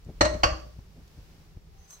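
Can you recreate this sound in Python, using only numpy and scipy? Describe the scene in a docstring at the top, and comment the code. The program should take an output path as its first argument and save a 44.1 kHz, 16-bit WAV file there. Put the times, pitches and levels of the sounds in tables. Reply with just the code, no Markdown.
"""Low room noise and a soft bump of a hand on a camera are heard first, in a quiet kitchen.
Close by, a metal strainer knocks twice on the rim of a tub. Each impact clatters, excites the
strainer's modes and sets the tub and counter booming; the room reverberates.
Soft handling thumps follow, then a faint, thinly ringing rustle."""
import sys
import numpy as np
from scipy import signal
from scipy.fft import rfft, irfft, next_fast_len
from scipy.io import wavfile

SR = 44100
rng = np.random.default_rng(int(sys.argv[2]) if len(sys.argv) > 2 else 0)


def inscribe(sig):
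    """Save sig as 16-bit PCM at rate SR to the path in sys.argv[1].

    A 1-D sig is mono; a 2-D sig holds one channel per row.
    Samples are clipped to [-1, 1] before scaling.
    """
    pcm = np.round(np.clip(np.atleast_2d(sig).T, -1, 1) * 32767)
    wavfile.write(sys.argv[1], SR, pcm.astype(np.int16))


N = 88200
TIME_S = np.arange(N) / SR

# Room noise spectrum: frequency_hz, density_db
AIR_SPECTRUM = [(12, -33), (20, 0.5), (54, 2), (103, -5.5), (129, -14.5), (157, -3), (238, -24.5),
                (416, -18.5), (565, -28), (767, -28), (932, -30), (3640, -35), (5380, -34), (8880, -45),
                (15500, -42.5)]
# Left-right coherence of the room noise: frequency_hz, coherence
AIR_COHERENCE = [(60, 0.84), (180, 0.9), (550, 0.48), (1650, -0.04), (4970, 0.036), (15000, -0.02)]
# Slow drift of its low and high bands: time_s, gain_db
RUMBLE_DRIFT = [(0, -55.5), (.25, -43.5), (.8, -51), (1.299, -52.5), (1.8, -51), (1.88, -59.5), (2, -59)]
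HISS_DRIFT = [(0, -50.5), (.4, -44), (.9, -50), (1.25, -46.5), (1.45, -48.5), (1.6, -52.5), (1.72, -51.5),
              (1.8, -49), (2, -46.5)]
# Dry ticks, handling scuffs and light brushes: centre_s, level_db, half_width_s
DRY_TICKS = [(.049, -61, .002), (1.08, -56.5, .0012)]
SCUFFS = [(.066, -47.5, 0.004), (.098, -37.5, 0.011), (.347, -34, 0.02), (.666, -46.5, .006),
          (.793, -41, 0.0028), (.98, -50, .025), (1.187, -50, 0.013), (1.36, -59.5, 0.15),
          (1.574, -45.5, 0.0061)]
RUSTLE_BRUSHES = [(1.909, -47, .004), (1.932, -51, 0.01705), (1.97, -63, 0.035)]
# Their spectra: frequency_hz, density_db
TICK_SPECTRUM = [(1000, -12), (3500, 0), (7000, 3), (9000, -9), (15000, -11.5)]
SCUFF_SPECTRUM = [(20, -9.5), (70, 1.5), (160, 2.5), (330, -8.5), (700, -18), (1300, -36.5), (4000, -45.5),
                  (15000, -66)]
BRUSH_SPECTRUM = [(200, -9.5), (1200, -9.5), (2600, -12), (4100, -11), (5300, -10.5), (6100, 8.5),
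                  (6900, -10.5), (7800, -0.5), (9000, -11), (12000, -15), (13500, -8), (15500, -15.5)]
# Pushes of the hand on the camera: centre_s, level_db, half_width_s
HAND_THUMPS = [(0.069, -32.5, 0.003), (0.353, -30.5, 0.0028), (0.458, -25, 0.0054), (0.525, -25.5, 0.0036),
               (0.665, -38.5, 0.0026), (0.791, -33, 0.0021), (1.189, -39, 0.0031), (1.573, -34, 0.0023)]
# Strainer impacts and rebounds: start_s, level_db, spot (0 or 1, the place struck)
CONTACTS = [(.2085, 0.5, 0), (.2455, -12.5, 0), (.2505, -10, 0), (.259, -18.5, 0), (.338, -27, 0),
            (.433, 0.5, 1), (.461, -19.5, 1)]
# Strainer resonances: pitch_hz, t60_s, spot_0_db, spot_1_db, left_over_right_db
STRAINER_MODES = [(288, 0.21, -30, -40, 6), (314.4, 0.29, -30, -32, 0), (508.5, 0.081, -21.5, -21.5, 6.5),
                  (563.6, .14, -22.5, -18, 3), (609, 0.32, -17, -21.5, 5.5), (628, .13, -22, -19, 2.5),
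                  (751, .2, -32, -40.5, -3.5), (1104, 0.061, -31, -19, 1), (1133, .09, -24, -21, -14),
                  (1235.5, 0.059, -22, -20, -16.5), (1485, 0.12, -36.5, -28, 6.5),
                  (1605, 0.064, -36.5, -30.5, -7.5), (1896, .13, -22, -33.5, -10.5),
                  (2240, 0.069, -24.5, -27, 1.5), (2806, 0.2, -37.5, -29, -0.5),
                  (2934, .1, -33, -37.5, -2.5), (3207, 0.053, -35, -21.5, -4), (4150, 0.09, -34, -55, -7),
                  (4260, .12, -23, -34, -4), (4350, 0.074, -27.5, -28, 12), (4658, 0.14, -45, -22.5, -4.5),
                  (5450, 0.18, -37, -35.5, 7), (5630, 0.19, -40, -34.5, 1), (6330, 0.15, -36, -35.5, -5),
                  (8060, 0.18, -44, -53.5, -7.5)]
# Clatter of mesh and rim, one spectrum for each spot: frequency_hz, density_db
CLATTER_SPECTRA = [
    [(60, -15), (200, -3), (400, -13.5), (600, -3.5), (1000, 4), (1500, -3.5), (2200, -6.5), (3400, -17),
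     (4200, -2.5), (5000, -16.5), (6400, -8.5), (7200, -28), (8200, -23.5), (8900, -48), (15000, -68)],
    [(60, -14), (200, -11), (400, -12), (560, -1), (850, -1), (1150, 0.5), (2000, -9), (2550, -5.5),
     (3000, -7.5), (3800, -21.5), (4500, -7.5), (5050, -29.5), (5700, -12.5), (8200, -36.5), (8800, -53),
     (15000, -54)],
]
# Left-right coherence of contact noise: frequency_hz, coherence
CONTACT_COHERENCE = [(100, 0.31), (600, 1), (2000, 0.37), (8000, .3)]
# Stereo balance of the clatter: frequency_hz, left_over_right_db
CLATTER_BALANCE = [(200, -9.5), (700, 0), (1500, 2), (2800, -7.5), (4500, 1.5), (6000, 1), (8000, -21.5),
                   (12000, 9)]
# Bright onset of an impact: frequency_hz, density_db
SNAP_SPECTRUM = [(1500, -27.5), (3000, -8), (6000, 13), (8200, 0), (9000, -11.5), (10500, -5.5),
                 (13000, -7), (15500, -10)]
# Reverberation time of the kitchen: frequency_hz, t60_s
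REVERB_DECAY = [(100, 0.97), (500, 0.45), (1200, 0.41), (3000, .36), (6000, 0.47), (8300, 0.43),
                (10000, .15)]
# Colour of the reverberation: frequency_hz, gain_db
REVERB_GAIN = [(100, -27.5), (300, -3.5), (600, -9), (1200, -8), (3000, -9), (4700, -9.5), (6000, -9),
               (8300, -9.5), (10000, -23)]
# Impulses on the tub and counter: start_s, level_db
COUNTER_PUSHES = [(.21, -23), (0.433, -25.5), (0.511, -37)]
# Tub and counter resonances: pitch_hz, t60_s, gain_db
COUNTER_MODES = [(60.15, 0.93, -2), (47, 0.4, -27.5), (96, .25, -0.5), (167.4, .25, -12)]
# Faint rings around the rustle: centre_s, level_db, half_width_s, pitch_hz, half_band_hz
THIN_RINGS = [(1.783, -67, 0.057, 786, 5.7), (1.83, -65.5, 0.035, 6190, 60), (1.928, -53, 0.026, 6380, 68),
              (1.95, -65, 0.029, 4050, 37), (1.921, -62.5, 0.022, 7800, 150),
              (1.938, -65, 0.031, 1090, 120)]
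# Opposite halves of a left-right difference, one row a channel: share
SIDES = np.array([[.5], [-.5]])


def amp(db):
    """Amplitude grows tenfold for every 20 dB."""
    return 10 ** (np.asarray(db) / 20)


def unit_rms(x):
    """Normalisation to unit mean power."""
    return x / np.sqrt(np.mean(x ** 2) + 1e-20)


def curve_at(points, hz):
    """Interpolation on a logarithmic frequency axis."""
    frequencies, values = np.transpose(points)
    return np.interp(np.log(hz + 1), np.log(frequencies + 1), values)


def since(start_s):
    """Causal time: seconds since an onset, zero before it."""
    return np.maximum(TIME_S - start_s, 0)


def filtered(x, response):
    """Linear filtering multiplies the spectrum by a frequency response."""
    size = next_fast_len(N + SR // 2)
    return irfft(rfft(x, size) * response(np.fft.rfftfreq(size, 1 / SR)), size)[..., :N]


def noise(spectrum, coherence):
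    """Partial coherence: the ratio of mid to side noise sets how alike the channels are."""
    def response(hz):
        angle = np.arccos(np.clip(curve_at(coherence, hz), -1, 1)) / 2
        return amp(curve_at(spectrum, hz)) * [np.cos(angle), np.sin(angle)]
    mid, side = filtered(rng.standard_normal((2, N)), response)
    return unit_rms(np.array([mid + side, mid - side]))


def room_noise(crossover_hz=500):
    """Amplitude modulation: the rumble and hiss bands of one noise drift separately in level."""
    air = noise(AIR_SPECTRUM, AIR_COHERENCE)
    rumble = filtered(air, lambda hz: 1 / (1 + (hz / crossover_hz) ** 4))
    hiss = air - rumble
    gain = lambda drift: amp(np.interp(TIME_S, *np.transpose(drift)))
    return gain(RUMBLE_DRIFT) * rumble + gain(HISS_DRIFT) * hiss


def touches(events, spectrum, coherence):
    """Friction noise swells and fades at each light contact; incoherent sources add in power."""
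    power = sum(amp(2 * db) / (1 + ((TIME_S - centre_s) / half_width_s) ** 2) ** 2
                for centre_s, db, half_width_s in events)
    return np.sqrt(power) * noise(spectrum, coherence)


def hand_thumps():
    """Heavy damping: each push of the hand springs back without ringing."""
    out = np.zeros(N)
    for centre_s, db, half_width_s in HAND_THUMPS:
        offset = (TIME_S - centre_s) / half_width_s
        out += amp(db) * (offset ** 2 - 1) * np.exp(-offset ** 2 / 2)
    return out


def clatter(start_s, spot, attack_s=.00088, hold_s=.0068, t60_s=.054, relative_width=.029):
    """Resonant filtering: mesh and rim make a dense noise, part of which passes through the modes."""
    def resonances(hz):
        power = 0
        for pitch_hz, mode_t60_s, *spot_db, _ in STRAINER_MODES:
            detuning = (hz - pitch_hz) / (relative_width * pitch_hz)
            power += amp(2 * spot_db[spot]) * mode_t60_s / pitch_hz / (1 + detuning ** 2) ** 2
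        return np.sqrt(power)
    white = noise([(20, 0), (20000, 0)], CONTACT_COHERENCE)
    resonant = amp(-18) * unit_rms(filtered(white, resonances))
    broadband = amp(-15.5) * noise(CLATTER_SPECTRA[spot], CONTACT_COHERENCE)
    attack = 1 - np.exp(-since(start_s) / attack_s)
    decay = amp(-60 * since(start_s + hold_s) / t60_s)
    balance = lambda hz: amp(SIDES * curve_at(CLATTER_BALANCE, hz))
    return attack * decay * filtered(broadband + resonant, balance)


def snap(start_s, attack_s=.0015, t60_s=.016):
    """Impact transient: a brief contact spreads its energy into the treble."""
    age = since(start_s)
    envelope = amp(-33 - 60 * age / t60_s) * (1 - np.exp(-age / attack_s))
    return envelope * noise(SNAP_SPECTRUM, CONTACT_COHERENCE)


def strainer_ring(start_s, spot, attack_s=.0017, phase_blur=.26):
    """Free vibration: each mode decays exponentially, its pitch blurred by a random walk in phase."""
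    out = np.zeros((2, N))
    age = np.arange(SR // 2) / SR
    onset = round(start_s * SR)
    for pitch_hz, t60_s, *spot_db, pan_db in STRAINER_MODES:
        drift = phase_blur * np.cumsum(rng.standard_normal(len(age))) * np.sqrt(pitch_hz / SR)
        envelope = amp(spot_db[spot] - 60 * age / t60_s) * (1 - np.exp(-age / attack_s))
        mode = envelope * np.sin(2 * np.pi * pitch_hz * age + drift)
        out[:, onset:onset + len(age)] += amp(SIDES * pan_db) * mode
    return out


def strainer_knocks(left_lag_s=.00038, ring_db_per_db=.2):
    """Impact excitation: the strainer sounds from the right, so its waves reach the left later."""
    out = np.zeros((2, N))
    for start_s, db, spot in CONTACTS:
        contact_noise = clatter(start_s, spot) + snap(start_s)
        ring = amp(ring_db_per_db * db) * strainer_ring(start_s, spot)  # light contacts ring less
        out += amp(db) * with_reverb(contact_noise + ring)
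    return filtered(out, lambda hz: np.exp(-2j * np.pi * hz * SIDES * left_lag_s))


def counter_boom():
    """Modal superposition: each push sets the low modes of tub and counter ringing down."""
    return sum(amp(db + mode_db - 60 * since(start_s) / t60_s) * np.sin(2 * np.pi * hz * since(start_s))
               for start_s, db in COUNTER_PUSHES for hz, t60_s, mode_db in COUNTER_MODES)


def with_reverb(direct, delay_s=.0054):
    """Diffuse reverberation follows the direct sound, each frequency dying at its own rate."""
    hz, age, spectra = signal.stft(rng.standard_normal((2, SR * 3 // 4)), SR, nperseg=256)
    decay = amp(-60 * age / curve_at(REVERB_DECAY, hz)[:, None])
    energy = np.sum(decay ** 2, axis=1, keepdims=True) * age[1] * SR
    gain = amp(curve_at(REVERB_GAIN, hz))[:, None] / np.sqrt(energy)
    _, tail = signal.istft(spectra * decay * gain, SR, nperseg=256)
    tail = np.pad(tail, ((0, 0), (int(delay_s * SR), 0)))
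    return direct + signal.fftconvolve(direct, tail, axes=1)[:, :N]


def thin_rings():
    """Narrow-band noise is heard as pitch: faint rings swell and fade around the rustle."""
    out = np.zeros((2, N))
    for centre_s, db, half_width_s, pitch_hz, half_band_hz in THIN_RINGS:
        resonance = lambda hz: 1 / (1 + ((hz - pitch_hz) / half_band_hz) ** 2)
        band = unit_rms(filtered(rng.standard_normal((2, N)), resonance))
        swell = np.exp(-((TIME_S - centre_s) / half_width_s) ** 2 / 2)
        out += amp(db) * swell * band
    return out


def scene():
    """Superposition: the pressures of all the sources add."""
    ticks = touches(DRY_TICKS, TICK_SPECTRUM, CONTACT_COHERENCE)
    scuffs = touches(SCUFFS, SCUFF_SPECTRUM, coherence=[(100, 1), (1000, 1)])
    lows = (scuffs + hand_thumps() + counter_boom()) * amp(SIDES * 2)  # 2 dB louder on the left
    rustle = touches(RUSTLE_BRUSHES, BRUSH_SPECTRUM, coherence=[(500, .5), (6000, .2)])
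    return room_noise() + ticks + lows + strainer_knocks() + thin_rings() + rustle


def record(dry, ceiling=.99, band_limit_hz=15800):
    """Soft saturation and band limiting: the camera rounds high peaks and cuts the top treble."""
    rounded = dry / (1 + np.abs(dry / ceiling) ** 10) ** (1 / 10)
    return filtered(rounded, lambda hz: hz < band_limit_hz)


dry = scene()
out = record(dry)
inscribe(out)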